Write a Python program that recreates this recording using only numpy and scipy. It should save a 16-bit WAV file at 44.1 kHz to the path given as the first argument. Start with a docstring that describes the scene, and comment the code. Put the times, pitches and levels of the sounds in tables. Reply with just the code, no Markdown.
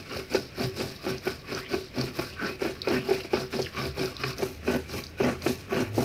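"""A stone roller is pushed and drawn over a stone slab, about four strokes a second, crushing dried chiles.
From the start pitted stones rumble and rasp, skins crunch, paste hisses; a brick wall close by echoes it. Soon
the roller bites through in juddering slips and seeds snap; wet pulp squelches: noise in sliding resonances.
From about four seconds a low hum, a wavering sine, swells and later climbs like a far engine; at about 4.4 s
the crunch changes colour."""
import sys
import numpy as np
from scipy import signal
from scipy.fft import rfft, irfft
from scipy.io import wavfile
from scipy.ndimage import uniform_filter1d

SR = 44100
rng = np.random.default_rng(int(sys.argv[2]) if len(sys.argv) > 2 else 0)


def unload_audio(sound):
    """Save the sound as a 16-bit wav file, at the path given as the first command line argument."""
    columns = np.transpose(np.atleast_2d(sound))
    # keep every value between -1 and 1, then stretch to whole-number steps
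    steps = np.round(np.clip(columns, -1, 1) * 32767)
    wavfile.write(sys.argv[1], SR, steps.astype(np.int16))


N = 266364


def amp(db):
    """Decibels to gain."""
    return 10 ** (np.asarray(db) / 20)


def evened(x):
    """Scales to rms 1."""
    return x / np.sqrt(np.mean(x ** 2) + 1e-20)


def follow(rows, axis):
    """One column of a curve, at every sample."""
    rows = np.asarray(rows)
    return np.interp(np.arange(N) / SR, rows[:, 0], rows[:, axis])


def add(mix, s, sound):
    """Mixes a sound in at time s."""
    part = mix[max(round(s * SR), 0):][:len(sound)]
    part += sound[:len(part)]


def through(x, response):
    """Passes x through a response scaled to unit energy."""
    return signal.oaconvolve(x, response / np.linalg.norm(response))[:len(x)]


def colour(points, size=4096):
    """The causal, minimum-phase response that has a given spectrum."""
    hz, db = np.transpose(points)
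    bin_hz = abs(np.fft.fftfreq(size, 1 / SR))
    bin_db = np.interp(np.log(bin_hz + 1), np.log(hz), db)
    log_gain = np.log(amp(bin_db))
    spectrum = np.exp(np.conj(signal.hilbert(log_gain)))
    return np.fft.ifft(spectrum).real[:size // 2]


def ring(modes, damping=1, size=8192):
    """The response of a body: one dying tone a mode, dying faster the wider the mode."""
    t = np.arange(size) / SR
    response = np.zeros(size)
    for hz, width, db in modes:
        decay = np.exp(-np.pi * width * damping * t)
        response += amp(db) * width * decay * np.cos(2 * np.pi * hz * t)
    return response


def grains(per_s, spread_db):
    """Random tiny impacts of either sign and exponentially spread level in dB, rms 1."""
    size = amp(spread_db * np.minimum(rng.exponential(1, N), 4))
    struck = rng.random(N) < per_s / SR
    return evened(size * rng.choice([-1, 1], N) * struck)


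def wobble(hz, size=64):
    """Smooth chance up to about a given rate, rms 1, drawn every few samples."""
    count = N // size + 2
    rate_hz = np.fft.rfftfreq(count, size / SR)
    slow = irfft(rfft(rng.standard_normal(count)) * np.exp(-(rate_hz / hz) ** 2), count)
    return evened(np.interp(np.arange(N) / size, np.arange(count), slow))


# The spectral shape of still air. Each row: frequency in Hz, relative level in dB per Hz.
AIR_COLOUR = [(15, -13), (30, -13), (50, -5.5), (72, -3), (130, -2.5), (380, -9.5), (600, -13.5),
              (1100, -26), (2400, -17.5), (3400, -26.5), (5200, -29), (7000, -40), (15000, -42)]
AIR_DB = -47.5  # rms


def air():
    """Still air is a steady coloured noise."""
    return amp(AIR_DB) * through(rng.standard_normal(N), colour(AIR_COLOUR))


# The far engine before it wavers. Each row: time in seconds, pitch in Hz, level in dB.
ENGINE_CURVE = [(0, 74.2, -67), (3.6, 76.4, -57), (3.95, 73, -45), (4.25, 77.6, -65), (4.72, 78.3, -40),
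                (5.05, 81.2, -53), (5.27, 76.4, -44.5), (5.6, 90.7, -46), (5.75, 104.3, -44),
                (5.9, 104.2, -35), (6.04, 105, -41)]


def engine():
    """A far engine hums as one sine whose pitch and level drift and waver."""
    pitch_hz = follow(ENGINE_CURVE, axis=1) * (1 + 0.023 * wobble(hz=10.6))
    turns = np.cumsum(pitch_hz) / SR
    level_db = follow(ENGINE_CURVE, axis=2) + 3.3 * wobble(hz=11.0)
    return amp(level_db) * np.sqrt(2) * np.sin(2 * np.pi * turns)


def walls(x, t60=0.17, wet_db=-11):
    """A short scatter of echoes from the brick wall and floor, dying by 60 dB in t60 seconds."""
    t = np.arange(SR // 3) / SR
    struck = (rng.random(len(t)) < 2500 / SR) * (t > .004)  # 2500 echoes a second, none in the first 4 ms
    taps = rng.standard_normal(len(t)) * struck
    return x + amp(wet_db) * through(x, taps * np.exp(-np.log(1000) * t / t60))


def stand(level):
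    """The stand booms dully at one mode under the shoves, and the floor rumbles beneath it."""
    boom = ring([(133.0, 20.3, 0)])
    shoves = grains(per_s=600, spread_db=1.5)
    booming = evened(through(through(shoves, boom), boom))  # twice round the same mode, for a softer onset
    floor_colour = colour([(20, -26), (60, -3.5), (100, 2), (160, -17), (400, -47)])  # (Hz, dB per Hz)
    floor = through(rng.standard_normal(N), floor_colour)
    return amp(-3.5) * level * booming + amp(-29.0) * np.sqrt(level) * floor


# The spectral shape of the hiss. Each row: frequency in Hz, relative level in dB per Hz.
HISS_COLOUR = [(2000, 0.5), (6000, 1.5), (7500, -1.5), (9500, -1), (11500, -1.5), (13700, 0.5), (15000, -2),
               (16000, -20)]


def paste(level):
    """Moist paste smears under the roller with a fine fizz, now duller, now brighter."""
    fizz = through(level * grains(per_s=6000, spread_db=3.0), colour(HISS_COLOUR))
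    high_pass = signal.butter(3, 10500, "high", fs=SR, output="sos")
    top = signal.sosfiltfilt(high_pass, fizz)
    tilt = amp(1.7 * wobble(hz=25))
    return amp(1) * (top * tilt + (fizz - top) / tilt)


# Wet pulp squeezes out as the roller turns. Each row: start in seconds, length in seconds (at least 0.01
# is played), starting pitch in Hz, final pitch in Hz, rms level in dB before the fade in and out.
SQUELCH_EVENTS = [(0.693, 0.048, 2200, 2480, -56), (1.598, 0.098, 1810, 2400, -44.5),
                  (1.633, 0.058, 2700, 3320, -48), (2.266, 0.11, 2300, 3020, -50),
                  (2.97, 0.076, 2460, 3050, -44.5), (3.178, 0.051, 3060, 2540, -43.5),
                  (3.618, 0.065, 3400, 2700, -41.5), (3.661, 0.016, 1910, 1810, -39)]


def squelches(width_hz=650):
    """Tiny bubbles burst in a pocket of pulp, a resonance that slides as the pocket changes size."""
    out = np.zeros(N)
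    r = np.exp(-np.pi * width_hz / SR)
    for s, length, first_hz, last_hz, db in SQUELCH_EVENTS:
        size = int(max(length, .01) * SR)
        pitch_hz = np.geomspace(first_hz, last_hz, size)
        turn = np.exp(2j * np.pi * np.cumsum(pitch_hz) / SR)
        bubbles = rng.standard_normal(size) * (rng.random(size) < 600 / SR)
        # shift down by the sliding pitch, smooth, then shift back up
        smoothed = signal.lfilter([1], np.poly([r, r]), bubbles / turn)
        pocket = (turn * smoothed).real
        add(out, s, amp(db) * evened(pocket) * np.sin(np.linspace(0, np.pi, size)))
    return out


# Seeds and flakes snap. Each row: start in seconds, peak level in dB, pitch in Hz.
SNAP_EVENTS = [(0.3386, -24, 5030), (0.963, -33, 4200), (1.1817, -31, 4800), (1.548, -24.5, 4800),
               (2.0127, -19, 4430), (2.818, -17.5, 4070), (2.8848, -24, 4450), (2.9003, -27, 4460),
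               (3.618, -26, 5000), (3.6254, -22, 4460), (4.0578, -24, 4770), (4.1668, -22.5, 4070),
               (4.2377, -24, 4200), (4.3317, -31, 4410), (4.3824, -24.5, 4630), (5.0381, -27, 4560),
               (5.0676, -28.5, 4610), (5.2383, -28, 4880), (5.4211, -28.5, 4500)]


def snaps(size=1400):
    """A seed gives way: a short ping, a tick through its shell and a few crumbs of noise."""
    out = np.zeros(N)
    t = np.arange(size) / SR
    for s, db, hz in SNAP_EVENTS:
        ping = t * np.exp(-t / .0005) * np.sin(2 * np.pi * hz * t)
        fading = np.exp(-(t / 0.0029) ** 2) + 0.14 * np.exp(-t / 0.017)
        fracture = rng.standard_normal(size) * fading
        shell = signal.butter(3, [.88 * hz, 1.3 * hz], "band", fs=SR, output="sos")
        tick = evened(signal.sosfilt(shell, fracture))
        snap = evened(ping) + tick + amp(-15) * evened(fracture)
        add(out, s, amp(db) * snap / abs(snap).max())
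    return out


# Spectral shapes of the crunch, before and after about 4.4 s. # Each row: frequency in Hz, relative level in dB
# per Hz.
EARLY_COLOUR = [(900, -74), (2600, -4), (3400, -6), (4000, 1.5), (4600, 2.5), (5300, 3.5), (5900, -6),
                (6600, -17), (8000, -26.5), (16000, -49)]
LATE_COLOUR = [(900, -47), (2600, 6), (3400, -7.5), (4000, 4), (4600, 1.5), (5300, 3.5), (5900, 0.5),
               (6600, -3), (8000, -33), (16000, -51)]
LATE_FROM_S = 4.365


def crunch(level, count=14):
    """Skins break in tiny pings at a spread of pitches, over a bed of fine crackle."""
    t = np.arange(SR // 100) / SR
    pings = np.zeros(N)
    for hz in np.linspace(3300, 6600, count):
        ping = t * np.exp(-t / .0007) * np.sin(2 * np.pi * hz * t)
        pings += through(grains(per_s=70, spread_db=3), ping)
    crackle = grains(per_s=5000, spread_db=4)
    drive = level * evened(evened(pings) + 2.28 * crackle)
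    fine = np.arange(N) / SR > LATE_FROM_S
    crunching = np.where(fine, through(drive, colour(LATE_COLOUR)), through(drive, colour(EARLY_COLOUR)))
    return amp(-5) * crunching


# Modes of the slab on its stand and of the roller, before any extra damping.
# Each row: frequency in Hz, width in Hz, relative level in dB.
SLAB_MODES = [(181, 23, -22), (204, 16, -25), (245, 58, -14), (269, 53, -6.5), (337, 11.6, -7),
              (378.2, 11.7, -1), (398, 16, -10.5), (483, 21.3, -12), (570, 21, -25), (580, 21, -20.5),
              (662, 22, -16), (790, 32, -45), (830, 110, -26), (839, 65, -19.5)]
ROLLER_MODES = [(1109, 82, 1), (1185, 84, -4), (1359, 110, -2.5), (1493, 78, 1), (1603, 67, -8),
                (1777, 164, -7.5), (1990, 210, -14.5), (2240, 280, -10.5), (2336, 260, -5), (2500, 63, -2),
                (2790, 200, -9), (3090, 250, -8.5)]
# What each stone radiates: lower edge in Hz, upper edge in Hz.
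SLAB_RANGE_HZ = (170, 804)
ROLLER_RANGE_HZ = (1088, 2806)


def body(modes, band_hz, damping=1):
    """A stone rings in its modes but radiates them only within a band."""
    band = signal.butter(4, band_hz, "band", fs=SR, output="sos")
    return signal.sosfilt(band, ring(modes, damping))


def rubbed(drive, modes, band_hz, damping, wander_db):
    """As the contact travels over the stone it feeds each mode more or less."""
    out = np.zeros(N)
    for mode in modes:
        feed = evened(amp(wander_db * wobble(hz=10.0)))
        out += signal.oaconvolve(drive * feed, body([mode], band_hz, damping))[:N]
    return out / np.linalg.norm(body(modes, band_hz, damping))


# The roller bites through to bare stone and judders. Each row: start in seconds, peak level in dB,
# length in seconds, ring of the roller in dB against the thud before a 1.5 dB lift.
BITES = [(0.346, -12.5, 0.012, -16), (0.803, -21.5, 0.013, -1), (1.065, -20.5, 0.011, -12.5),
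         (1.268, -16, 0.013, -10.5), (1.733, -21.5, 0.02, -10), (2.189, -19.5, 0.012, -13),
         (2.617, -20.5, 0.013, -12), (2.649, -19.5, 0.016, -10), (2.873, -14.5, 0.014, -13.5),
         (2.903, -18.5, 0.019, -14), (3.087, -18, 0.014, -18), (3.108, -15, 0.013, -20),
         (3.247, -28, 0.0089, -13), (3.333, -12, 0.012, -16.5), (3.528, -26, .014, 6),
         (3.59, -18, 0.014, -21), (3.763, -26, 0.012, 8), (4.032, -24, 0.016, -6.5), (4.236, -14, 0.01, 4),
         (4.422, -18.5, 0.018, -13.5), (4.677, -16.5, 0.01, -11), (5.201, -16.5, 0.013, -17.5),
         (5.23, -18.5, 0.018, -13), (5.462, -12.5, 0.01, -10.5), (5.721, -19.5, 0.014, -17),
         (5.979, -12, 0.012, -35)]


def knocks(size=4000):
    """A bite is a quick run of slips that rings both stones; pressed together, the slab rings only briefly."""
    out = np.zeros(N)
    t = np.arange(size) / SR
    slab = body(SLAB_MODES, SLAB_RANGE_HZ, damping=2.5)
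    roller = body(ROLLER_MODES, ROLLER_RANGE_HZ)
    for s, db, length, roller_db in BITES:
        unsteady = evened(uniform_filter1d(rng.standard_normal(size), size=70))
        slip_hz = 380 * np.exp(.05 * rng.standard_normal() + .25 * unsteady)
        slips = np.diff(np.floor(np.cumsum(slip_hz) / SR), prepend=-1)  # one impulse a slip, the first at once
        slips = slips * np.exp(-(t / max(length, .002)) ** 4)
        push = evened(through(slips, slab))
        thud = evened(3.1 * push + evened(np.gradient(push)))  # a hard contact favours the upper modes
        clack = evened(through(slips * rng.uniform(0.17, 1, size), roller))
        blow = thud + amp(roller_db + 1.5) * clack
        add(out, s, amp(db) * blow / abs(blow).max())
    return out


CUSHION_DB, CUSHION_S = 5, 0.015  # softening just before a bite, and the time over which it builds


def cushion():
    """The stones ride on paste, which softens their contact, until the roller bites through."""
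    t = np.arange(N) / SR
    softness = sum(np.exp(-abs(t - s) / CUSHION_S) * (t < s) for s, *_ in BITES)
    return amp(-CUSHION_DB * softness)


def stones(rumble, rasp):
    """Pits in the two stones catch on each other: the slab rumbles and the roller rasps."""
    catches = grains(per_s=1500, spread_db=3.0)
    grit = evened(0.79 * catches + grains(per_s=1200, spread_db=-1.0))
    slab = rubbed(catches * rumble, SLAB_MODES, SLAB_RANGE_HZ, damping=1.13, wander_db=3)
    roller = rubbed(grit * rasp, ROLLER_MODES, ROLLER_RANGE_HZ, damping=0.98, wander_db=4.5)
    return amp(-0.5) * slab + amp(-2.0) * roller


# Draws and pushes in turn. Each row: time of full pressure in seconds, attack, hold and release in seconds,
# then levels in dB before each layer's own trim: stone-on-stone rumble, gritty rasp, crunch of skins,
# hiss of paste, boom of the stand.
STROKE_ROWS = [(-0.09, 0.05, 0.055, 0.087, -34.5, -40.5, -40.5, -55, -46.0),
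               (0.149, 0.11, 0.027, 0.085, -32.0, -34.5, -40, -52.5, -40.5),
               (0.326, 0.054, 0.021, 0.1, -26.0, -35, -34.5, -47, -33),
               (0.589, 0.069, 0.051, 0.11, -32.5, -36, -38, -51.5, -32.5),
               (0.778, 0.053, 0.034, 0.15, -30.5, -37.5, -37.5, -48.0, -36),
               (1.046, 0.056, 0.051, 0.12, -30.5, -35.0, -38.5, -52.5, -38.5),
               (1.254, 0.051, 0.025, 0.12, -32.5, -36.5, -39, -50.0, -38),
               (1.507, 0.076, 0.071, 0.065, -33.5, -35, -40, -55.5, -42.5),
               (1.712, 0.05, 0.032, 0.1, -30, -37.5, -36.5, -51.0, -38.0),
               (1.964, 0.053, 0.071, 0.15, -32.0, -37.5, -39.5, -55.0, -37.0),
               (2.168, 0.059, 0.018, 0.16, -32.0, -36.5, -38.5, -49, -38),
               (2.421, 0.061, 0.059, 0.091, -29.0, -32.5, -39.0, -54.0, -44),
               (2.594, 0.016, 0.065, 0.13, -28.5, -35.5, -41, -53.5, -43.5),
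               (2.885, 0.075, 0.055, 0.15, -28.5, -32, -39, -51.0, -37.0),
               (3.064, 0.046, 0.064, 0.18, -30.5, -37, -39.0, -51.5, -45),
               (3.324, 0.039, 0.075, 0.08, -27.0, -33.5, -37.0, -53.5, -38),
               (3.52, 0.04, 0.075, 0.13, -31, -36, -38.5, -52, -41.5),
               (3.773, 0.065, 0.084, 0.074, -31.5, -33.5, -37.5, -53.0, -34),
               (3.961, 0.033, 0.07, 0.137, -29.5, -35.5, -38, -52, -39.5),
               (4.238, 0.097, 0.032, 0.1, -33, -32.5, -37.0, -51.5, -32),
               (4.392, 0.037, 0.041, 0.11, -28.5, -38.0, -41, -48, -35),
               (4.677, 0.063, 0.072, 0.071, -25.0, -32.5, -41.5, -51.0, -39),
               (4.936, 0.089, 0.019, 0.094, -29.5, -36.5, -39.5, -46.5, -33),
               (5.191, 0.029, 0.102, 0.084, -23, -32, -40, -53.5, -37),
               (5.45, 0.076, 0.047, 0.094, -31.0, -38, -39.5, -48.0, -35.0),
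               (5.729, 0.067, 0.069, 0.097, -25, -30.5, -40.5, -50, -34),
               (5.96, 0.058, 0.08, 0.115, -28.5, -39, -41, -47.5, -33)]
TURN_SHARE, TURN_S = 0.83, 0.027  # the roller turns this share of an attack before full pressure; dip's spread


def effort(layer, shape):
    """A layer's gain: each stroke bears down, holds and lets go, and the sound dips as the roller turns back."""
    late_start, late_end, slope, depth_db, dip_db = shape
    t = np.arange(0, N / SR, .001)
    power, turning = 0, 0
    for s, attack, hold, release, *levels_db in STROKE_ROWS:
        start, end = s + late_start, s + hold + late_end
        rising = np.maximum(start - t, 0) / max(attack, .005)
        falling = np.maximum(t - end, 0) / max(release, .005)
        held_s = np.clip(t, start, end) - start
        power += amp(levels_db[layer] + slope * held_s - depth_db * (rising + falling)) ** 2
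        turning += np.exp(-((t - s + TURN_SHARE * attack) / TURN_S) ** 2)
    return np.interp(np.arange(N) / SR, t, np.sqrt(power) * amp(-dip_db * turning))


# How each layer answers a stroke. Each holds: late start in seconds, late end in seconds,
# slope while held in dB per second, depth of attack and release in dB, dip at the turn in dB.
RUMBLE_ANSWER = (.014, .0, -24, 22, 3)
RASP_ANSWER = (0.0075, -.008, -14, 15.5, 3)
CRUNCH_ANSWER = (0.023, 0, -23, 11, 7)
HISS_ANSWER = (0.0018, 0.011, 42, 14.1, 5.6)
BOOM_ANSWER = (0.03, 0.0194, 43, 19.5, 0)
# Rms unevenness in dB: shared by all layers but the boom, quick in each, slow in each.
GRIP_DB, FLUTTER_DB, LUMPS_DB = 1.44, 1.13, .5


def scene():
    """Rumble, rasp, crunch and hiss share the roller's uneven grip, and each flutters a little on its own."""
    answers = [RUMBLE_ANSWER, RASP_ANSWER, CRUNCH_ANSWER, HISS_ANSWER, BOOM_ANSWER]
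    *contacts, shove = (effort(layer, shape) for layer, shape in enumerate(answers))
    grip_db = GRIP_DB * wobble(hz=49.4)
    uneven = []
    for level in contacts:
        own_db = FLUTTER_DB * wobble(hz=70.4) + LUMPS_DB * wobble(hz=22.2)
        uneven.append(level * amp(grip_db + own_db))
    rumble, rasp, skins, hiss = uneven
    softened = cushion()
    grinding = stand(shove) + paste(hiss) + squelches() + snaps() + crunch(skins)
    grinding += knocks() + stones(rumble * softened, rasp * softened)
    return (walls(grinding) + air() + engine())[None]


EDGE_HZ = 15800


def record(dry):
    """A steep low-pass ends the treble at EDGE_HZ."""
    low_pass = signal.firwin(511, EDGE_HZ, window=("kaiser", 9), fs=SR)
    return signal.oaconvolve(dry, low_pass[None], "same")


dry = scene()
out = record(dry)
unload_audio(out)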